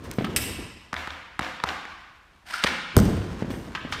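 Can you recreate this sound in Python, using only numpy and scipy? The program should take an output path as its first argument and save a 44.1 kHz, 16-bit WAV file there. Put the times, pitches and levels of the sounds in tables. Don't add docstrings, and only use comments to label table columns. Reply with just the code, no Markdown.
import sys
import numpy as np
from scipy import signal
from scipy.fft import rfft, irfft
from scipy.io import wavfile

SR = 44100
rng = np.random.default_rng(int(sys.argv[2]) if len(sys.argv) > 2 else 0)


def boost_factor(decibels):
    exponent = np.asarray(decibels, float) / 20
    return 10 ** exponent


def log_audio(samples):
    frames = np.atleast_2d(samples).T
    limited = np.clip(frames, -1, 1)
    pcm = np.round(limited * 32767).astype(np.int16)
    wavfile.write(sys.argv[1], SR, pcm)


N = 176400
SWELL_CYCLES = 2.5


def rms_one(x):
    return x / np.sqrt(np.mean(x ** 2) + 1e-20)


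def top_one(x):
    return x / np.abs(x).max()


def at_hz(points, hz):
    points = np.array(points)
    return np.interp(np.log(hz), np.log(points[:, 0]), points[:, 1])


def coloured(x, spectrum):
    gain = boost_factor(at_hz(spectrum, np.fft.rfftfreq(len(x), 1 / SR) + 1))
    return rms_one(irfft(rfft(x) * gain, len(x)))


def drift(rate):
    r = np.exp(-80 * np.pi * rate / SR)
    slow = signal.lfilter([1], [1, -2 * r, r * r], rng.standard_normal(N // 40 + 2002))[2000:]
    return np.interp(np.arange(N) / 40, np.arange(len(slow)), rms_one(slow))


def ring(x, hz, t60):
    r, w = boost_factor(-60 / (t60 * SR)), 2 * np.pi * hz / SR
    return signal.lfilter([0, np.sin(w)], [1, -2 * r * np.cos(w), r * r], x + 1e-18)


def cut(x, hz, kind):
    return signal.sosfilt(signal.butter(2, hz, kind, fs=SR, output="sos"), x)


def burst(rise_s, fall_s, size=8192):
    t = np.arange(size) / SR
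    envelope = np.minimum(t / rise_s, 1) * np.exp(-np.maximum(t - rise_s, 0) / fall_s)
    return rng.standard_normal(size) * envelope


def add(out, s, x):
    i = int(s * SR)
    out[i:i + len(x)] += x[:N - i]


def swell(hz):
    turns = np.arange(int(SWELL_CYCLES * SR / hz)) * hz / SR
    return (turns / SWELL_CYCLES) ** 2 * np.sin(2 * np.pi * turns)


def stick():
    # t/s, knock level/dB, knock f/Hz, crack level/dB, floor thump level/dB
    taps = [
        (0.9305, -16.5, 1210, -21.5, -23.5),
        (0.9416, -15, 1680, -24.5, -36),
        (1.074, -21, 1520, -27, -27),
        (1.393, -12, 1360, -16, -18.5),
        (1.412, -26, 1200, -28, -22.5),
        (1.6384, -10.5, 1200, -13, -18.5),
        (1.853, -28, 1733, -37, -35.5),
        (2.6393, -11.5, 1920, -6.5, -18),
        (2.644, -12.5, 1150, -13.5, -12.5),
    ]
    # t/s, level/dB, f/Hz
    touches = [(0.9277, -29, 1500), (0.9337, -28, 1400), (.9445, -33, 1700), (0.9503, -22, 1600),
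               (0.961, -30, 1500), (1.078, -24.5, 990), (1.397, -19, 810), (1.405, -30, 1100),
               (1.654, -29, 1100), (1.8539, -23, 1780), (1.6338, -31, 1250), (1.641, -11.5, 1030),
               (1.6434, -28, 800), (1.651, -23, 1140), (1.659, -24, 1600), (2.534, -32, 1310),
               (2.6372, -14, 1700), (2.642, -16, 1270), (2.6472, -16.5, 560), (2.6607, -15, 2200),
               (2.6686, -10.5, 3230), (2.6729, -13, 2240)]
    knock_cycles, touch_cycles, spread_t60_s = 5.0, 4.5, 0.0012
    out, walls, click = np.zeros(N), np.zeros(N), np.eye(1, 8192, 40)[0]
    push = cut(click, 930, "low")
    for s, knock_db, hz, crack_db, thump_db in taps:
        contact = click + 0.19 * burst(0.00039, 0.0031)
        crack = boost_factor(crack_db) * top_one(cut(cut(contact, 1660, "high"), 3330, "low"))
        loaded = np.convolve(click, swell(hz))[:8192]
        knock = cut(ring(loaded, hz, knock_cycles / hz), 420, "high")
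        floor = ring(push, 200.0, 0.03) + 1.36 * ring(push, 299, 0.019)
        floor = floor + 1.8 * ring(push, 567, 0.012) + 0.42 * ring(push, 920, 0.012)
        thump = boost_factor(thump_db) * top_one(floor)
        add(out, s - .0009 - SWELL_CYCLES / hz * 0.802, boost_factor(knock_db) * top_one(knock))
        add(out, s - .001, crack)
        broad_knock = boost_factor(knock_db) * top_one(cut(ring(click, hz, spread_t60_s), 484, "high"))
        broad_crack = cut(cut(cut(click, 2100, "high"), 4300, "low"), 7200, "low")
        add(walls, s - .001, broad_knock + boost_factor(crack_db) * broad_crack * 1.72)
        add(walls, s + 0.00395, 0.44 * cut(thump, 180, "high"))
        add(out, s + 0.0012, thump)
        sprung = top_one(ring(ring(push, 76.6, 0.19), 77.4, 0.19))
        add(out, s + 0.013, boost_factor(min(thump_db, -23) - 16.0) * sprung)
    for s, db, hz in touches:
        twice_rung = ring(ring(click, hz, touch_cycles / hz), hz, touch_cycles / hz / 2)
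        touch = boost_factor(db) * top_one(cut(twice_rung, 360, "high"))
        add(out, s - .0013, touch)
        add(walls, s - .0013, 0.39 * touch)
    return out, walls


def drag():
    # t/s, level/dB
    pressure = [(2.43, -84), (2.465, -52.5), (2.492, -41), (2.52, -35.5), (2.542, -32), (2.575, -36),
                (2.62, -40.5), (2.674, -32), (2.72, -53)]
    # f/Hz, level/dB
    grit_colour = [(120, -25.5), (200, -13), (579, -25), (647, -12), (1420, -8), (1620, -1.5), (5040, -20),
                   (16000, -35)]
    # f/Hz, width/Hz, level/dB
    blade_modes = [(1400, 35, 3), (5000, 1200, 4), (8630, 700, 8), (12940, 1200, -2)]
    # t/s, f/Hz, level/dB
    song = [(2.45, 598, -74), (2.471, 889, -51), (2.49, 753, -47.5), (2.52, 959, -44), (2.531, 1267, -44),
            (2.541, 1410, -25), (2.553, 1427, -32), (2.57, 1390, -45), (2.62, 1410, -58)]
    grit_per_s, song_width_hz, chatter_db = 4300, 105, 3.2
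    t = np.arange(N) / SR
    hits = rng.random(N) < grit_per_s / SR
    grit = hits * boost_factor(2.2 * rng.exponential(1, N)) * rng.choice([-1, 1], N)
    grit = coloured(grit, grit_colour)
    body = grit
    for hz, width, g_db in blade_modes:
        body = body + boost_factor(g_db) * signal.lfilter(*signal.iirpeak(hz, hz / width, fs=SR), grit)
    when, song_hz, song_db = np.transpose(song)
    phase = 2 * np.pi * np.cumsum(np.interp(t, when, song_hz)) / SR
    tone = rms_one(cut(rng.standard_normal(N), song_width_hz, "low")) * np.sin(phase)
    s, db = np.transpose(pressure)
    scrape = rms_one(body) * boost_factor(np.interp(t, s, db, -120, -120) + chatter_db * drift(60))
    return 1.09 * tone * boost_factor(np.interp(t, when, song_db, -120, -120)) + scrape


def impact():
    # f/Hz, level/dB, t60/s
    canvas = [(63.6, -4.5, 0.11), (91.2, 1, 0.12), (132.4, 0, 0.082), (153, -14, 0.14),
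              (184.5, -0.5, 0.054), (234, -3, 0.067), (303, -15.5, 0.28), (390, -3, 0.064),
              (486, -10, 0.14), (610, -4.5, 0.054), (1050, -2.5, 0.072)]
    shot_s, crack_db, crack_gap_s, crack_s, boom_db = 2.9665, 2.5, .0006, .0003, -1
    rebound_s, rebound_db, rebound_hz, rebound_t60_s = .0335, -9, 205, 0.039
    out, hit = np.zeros(N), np.zeros(SR)
    hit[:64] = -np.hanning(64)
    for k in range(2):
        crack = burst(.0001, crack_s) - 9.5 * np.eye(1, 8192, 4)[0]
        add(out, shot_s + k * crack_gap_s, boost_factor(crack_db) * top_one(crack))
    slap = ring(ring(np.eye(1, 2048, 4)[0], 1300, 0.0051), 1400, 0.0053)
    add(out, shot_s - .0003, boost_factor(-12) * top_one(slap))
    boom = 0
    for k, (hz, db, t60) in enumerate(canvas):
        boom = boom + boost_factor(db) * ring(hit, hz, t60) * (-1) ** (k // 2)
    add(out, shot_s, boost_factor(boom_db) * top_one(boom))
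    rebound = ring(ring(hit, rebound_hz, rebound_t60_s), rebound_hz, rebound_t60_s)
    add(out, shot_s + rebound_s, boost_factor(rebound_db) * top_one(rebound))
    return out


def drops():
    # t/s, thud level/dB, thud f/Hz, slap level/dB
    falls = [(.185, -10, 199, -24.5), (0.209, -19.5, 320, -33), (0.222, -20, 218, -32.5),
             (0.244, -25, 303, -18), (3.215, -43, 198, -34), (3.423, -13, 198, -32), (3.446, -21, 258, -51),
             (3.504, -22, 255, -29.5), (3.538, -30, 352, -32), (3.68, -28, 283, -46),
             (3.85, -22.5, 246, -36)]
    out, push = np.zeros(N), -np.diff(cut(np.eye(1, 8193, 1)[0], 770, "low"))
    for s, thud_db, hz, slap_db in falls:
        thud = ring(push, hz, 0.045) + 0.19 * ring(push, 2.11 * hz, 0.029)
        thud = thud + 0.64 * ring(push, 0.66 * hz, 0.084)
        slap = cut(cut(cut(burst(0.00024, 0.012), 3700, "low"), 3000, "low"), 760, "high")
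        add(out, s, boost_factor(thud_db) * top_one(thud) + boost_factor(slap_db) * top_one(slap))
    return out


def snaps():
    # t/s, level/dB, length/s
    buckles = [(0.038, -41.5, 0.026), (.113, -20.5, 0.00093), (0.128, -43.5, 0.003), (0.134, -38, 0.008),
               (0.221, -42, .003), (0.266, -44, .004), (0.247, -31, .002), (2.972, -26, 0.024),
               (2.978, -15.5, 0.002), (2.985, -17.5, 0.0011), (2.988, -20, 0.0064), (3, -17, 0.0012),
               (3.052, -25.5, 0.0028), (3.167, -36, 0.0018), (3.227, -53, 0.012), (3.32, -54, .003),
               (3.334, -57, 0.0084), (3.428, -56, .004), (3.502, -39.5, 0.1), (3.917, -38, .002)]
    out = np.zeros(N)
    for s, db, length in buckles:
        tick = cut(burst(0.00078, length), 1000, "high")
        modes = 0.17 * ring(tick, 8970, 0.0032) + 0.11 * ring(tick, 6370, 0.0043)
        modes = modes + 0.05 * ring(tick, 13000, 0.001)
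        add(out, s, boost_factor(db) * top_one(tick + modes))
    return out


def clinks():
    # t/s, level/dB, brightness cut f/Hz, rattle/s, body that rings ("leg" the leg, "bar" the
    strikes = [
        (0.362, -9, 16300, 0.013, "leg"),
        (3.75, -18.5, 3100, 0.012, "bar"),
        (3.923, -18.5, 5230, 0.021, "bar"),
    ]
    # f/Hz, level/dB
    leg = [(2600, 2.5), (3200, 1.5), (5400, -3.5), (7900, 0), (8900, -1), (11400, -2.5)]
    # f/Hz, level/dB
    puck_modes = [(1320, -2), (2250, -2.5), (3200, -5), (4100, -8), (7100, -29)]
    # f/Hz, level/dB, t60/s
    leg_ring = [(2530, -6, .2), (3146, -3, .15), (3813, -9, .2), (4022, -7.5, .2), (5300, -10, .2),
                (7019, -7.5, .2), (7740, -6, .25), (8088, -4.5, .3), (8164, -4.5, .3), (9060, -9, .3),
                (11250, -5.5, 0.27), (13040, -13, .2)]
    leg_t60_s, puck_t60_s, leg_ring_db = .0022, .0018, -34
    out = np.zeros(N)
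    for s, db, cut_hz, rattle, part in strikes:
        modes, t60, tick = (leg, leg_t60_s, 5.0) if part == "leg" else (puck_modes, puck_t60_s, 1.5)
        contact = cut(burst(0.000094, rattle) + tick * np.eye(1, 8192, 8)[0], cut_hz, "low")
        tube = sum(boost_factor(g_db) * ring(contact, hz, t60) * (-1) ** k for k, (hz, g_db) in enumerate(modes))
        metal = 1.27 * top_one(cut(tube, 1200, "high"))
        add(out, s, boost_factor(db) * (metal + 0.39 * top_one(cut(contact, 764, "high"))))
    strike = np.eye(1, SR, 8)[0]
    after = sum(boost_factor(db) * ring(strike, hz, np.clip(t60, .05, .6)) for hz, db, t60 in leg_ring)
    add(out, strikes[0][0], boost_factor(leg_ring_db) * top_one(after))
    return out


def flapping():
    # t/s, level/dB
    swing_points = [(0., -42), (.1, -35.5), (.17, -42.5), (.3, -33), (.6, -39), (.9, -60.5), (1.4, -64),
                    (2.9, -73), (2.974, -23), (3.05, -23), (3.2, -31.5), (3.4, -37.5), (3.55, -34.5),
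                    (3.75, -44), (4., -42)]
    # f/Hz, level/dB per Hz
    rumble_colour = [(18, -36), (30, -6.5), (92, -7.5), (154, -11.5), (311, -12), (845, -27.5),
                     (2000, -89.5), (2600, -72), (4400, -120)]
    # f/Hz, level/dB
    rustle_colour = [(590, -23), (1000, -3.5), (1380, -10), (1570, -9), (6180, -24), (16000, -42.5)]
    flap_db, lump_db, lump_hz = 0.5, 1.2, 20.6
    rustle_db, rustle_follows, flutter_db, flutter_hz = -50.5, 0.5, 2.0, 14
    s, db = np.transpose(swing_points)
    swing = np.interp(np.arange(N) / SR, s, db)
    rumble_level = boost_factor(swing + flap_db + lump_db * drift(lump_hz))
    rumble = rumble_level * coloured(rng.standard_normal(N), rumble_colour)
    hits = rng.random(N) < 3000 / SR
    grains = hits * boost_factor(1.8 * np.minimum(rng.exponential(1, N), 4.0)) * rng.choice([-1, 1], N)
    rustle_level = boost_factor(rustle_db + rustle_follows * (swing + 42.5) + flutter_db * drift(flutter_hz))
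    return rumble + rustle_level * coloured(grains, rustle_colour)


def slaps():
    # t/s, level/dB, f/Hz
    returns = [(0.964, -19.5, 1450), (.971, -28, 1900), (.993, -32, 2020), (1.104, -21.5, 1759),
               (1.407, -26, 1300), (1.42, -22, 1350), (1.428, -22.5, 1574), (1.446, -26, 2000),
               (1.463, -25, 1100), (1.6, -22.5, 1100), (1.671, -24, 1050), (1.688, -18.5, 2180),
               (1.693, -22, 1300), (1.704, -25, 1200), (2.664, -18, 1700), (2.672, -12.5, 2000),
               (2.676, -20, 1600), (2.686, -20, 1700)]
    slap_s, half_width = .0025, 2 ** .7
    out = np.zeros(N)
    for s, db, hz in returns:
        smear = cut(burst(0.0012, slap_s), 4100, "low")
        smear = cut(cut(smear, hz * half_width, "low"), hz / half_width, "high")
        add(out, s, boost_factor(db) * top_one(smear))
    return out


def echoes():
    # delay t/s, level/dB, spread/s, cut f/Hz
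    reflections = [
        (.023, -18.5, 0.0018, 4260),
        (.056, -24, 0.013, 4020),
    ]
    out = np.zeros(N)
    for delay, db, spread, cut_hz in reflections:
        smear = cut(burst(0.00016, spread / 2), cut_hz, "low")
        add(out, delay, boost_factor(db) * smear / np.sqrt(np.sum(cut(smear, 2200, "low") ** 2)))
    return out[:SR // 2]


def hall_tail():
    # f/Hz, t60/s
    hall_t60 = [(60, 1.04), (200, 1.03), (500, 0.72), (1100, 1.277), (2900, 1.333), (6000, 0.98),
                (12000, 0.53)]
    # f/Hz, level/dB
    hall_colour = [(60, 2), (200, 0), (500, -2.5), (1100, -1), (2900, 2), (6000, -1), (12000, 4)]
    build_s = .035
    t, out = np.arange(2 * SR) / SR, 0
    edges = 30 * 2 ** np.arange(0, 9.6, .5)
    white = rng.standard_normal((2, len(t)))
    for k, (low, high) in enumerate(zip(edges, edges[1:])):
        hz = np.sqrt(low * high)
        band = signal.sosfilt(signal.butter(2, [low, high], "band", fs=SR, output="sos"), white[k % 2])
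        out = out + band * boost_factor(at_hz(hall_colour, hz) - 60 * t / at_hz(hall_t60, hz))
    out = out * np.clip((t - .012) / build_s, 0, 1)
    return out / np.sqrt(np.sum(out ** 2))


def ventilation():
    # f/Hz, level/dB
    hum_colour = [(15, -29.5), (25, 4.5), (61, 3), (120, -12.5), (363, -17.5), (394, -27), (560, -17.5),
                  (1610, -24.5), (16000, -46)]
    return boost_factor(-56.5) * coloured(rng.standard_normal(N), hum_colour)


def scene():
    stick_hall_db, drag_hall_db, boom_hall_db, cloth_hall_db, metal_hall_db = 3.5, -1, -9.5, -8.5, -5
    taps, walls = stick()
    blade = drag()
    boom = impact() + drops()
    cloth = snaps()
    metal = clinks()
    dull_boom = cut(boom, 6000, "low")
    send = boost_factor(stick_hall_db) * walls + boost_factor(drag_hall_db) * cut(blade, 7600, "low")
    send = send + boost_factor(boom_hall_db) * dull_boom + boost_factor(cloth_hall_db) * cloth + boost_factor(metal_hall_db) * metal
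    wet = signal.fftconvolve(send, hall_tail())[:N] + slaps()
    wet = wet + signal.fftconvolve(dull_boom + cloth + metal, echoes())[:N]
    return (taps + blade + boom + cloth + metal + wet + flapping() + ventilation())[None]


def low_pass(x):
    return signal.sosfilt(signal.butter(12, 17110, fs=SR, output="sos"), x)


def record(dry):
    low_hz, top_hz, ceiling = 49.3, 16600, .74
    bass_cut = cut(dry, low_hz, "high")
    heard = signal.sosfilt(signal.cheby2(10, 60, top_hz, fs=SR, output="sos"), bass_cut)
    limited = heard / (1 + (heard / ceiling) ** 6) ** (1 / 6)
    return low_pass(limited)


dry = scene()
out = record(dry)
log_audio(out)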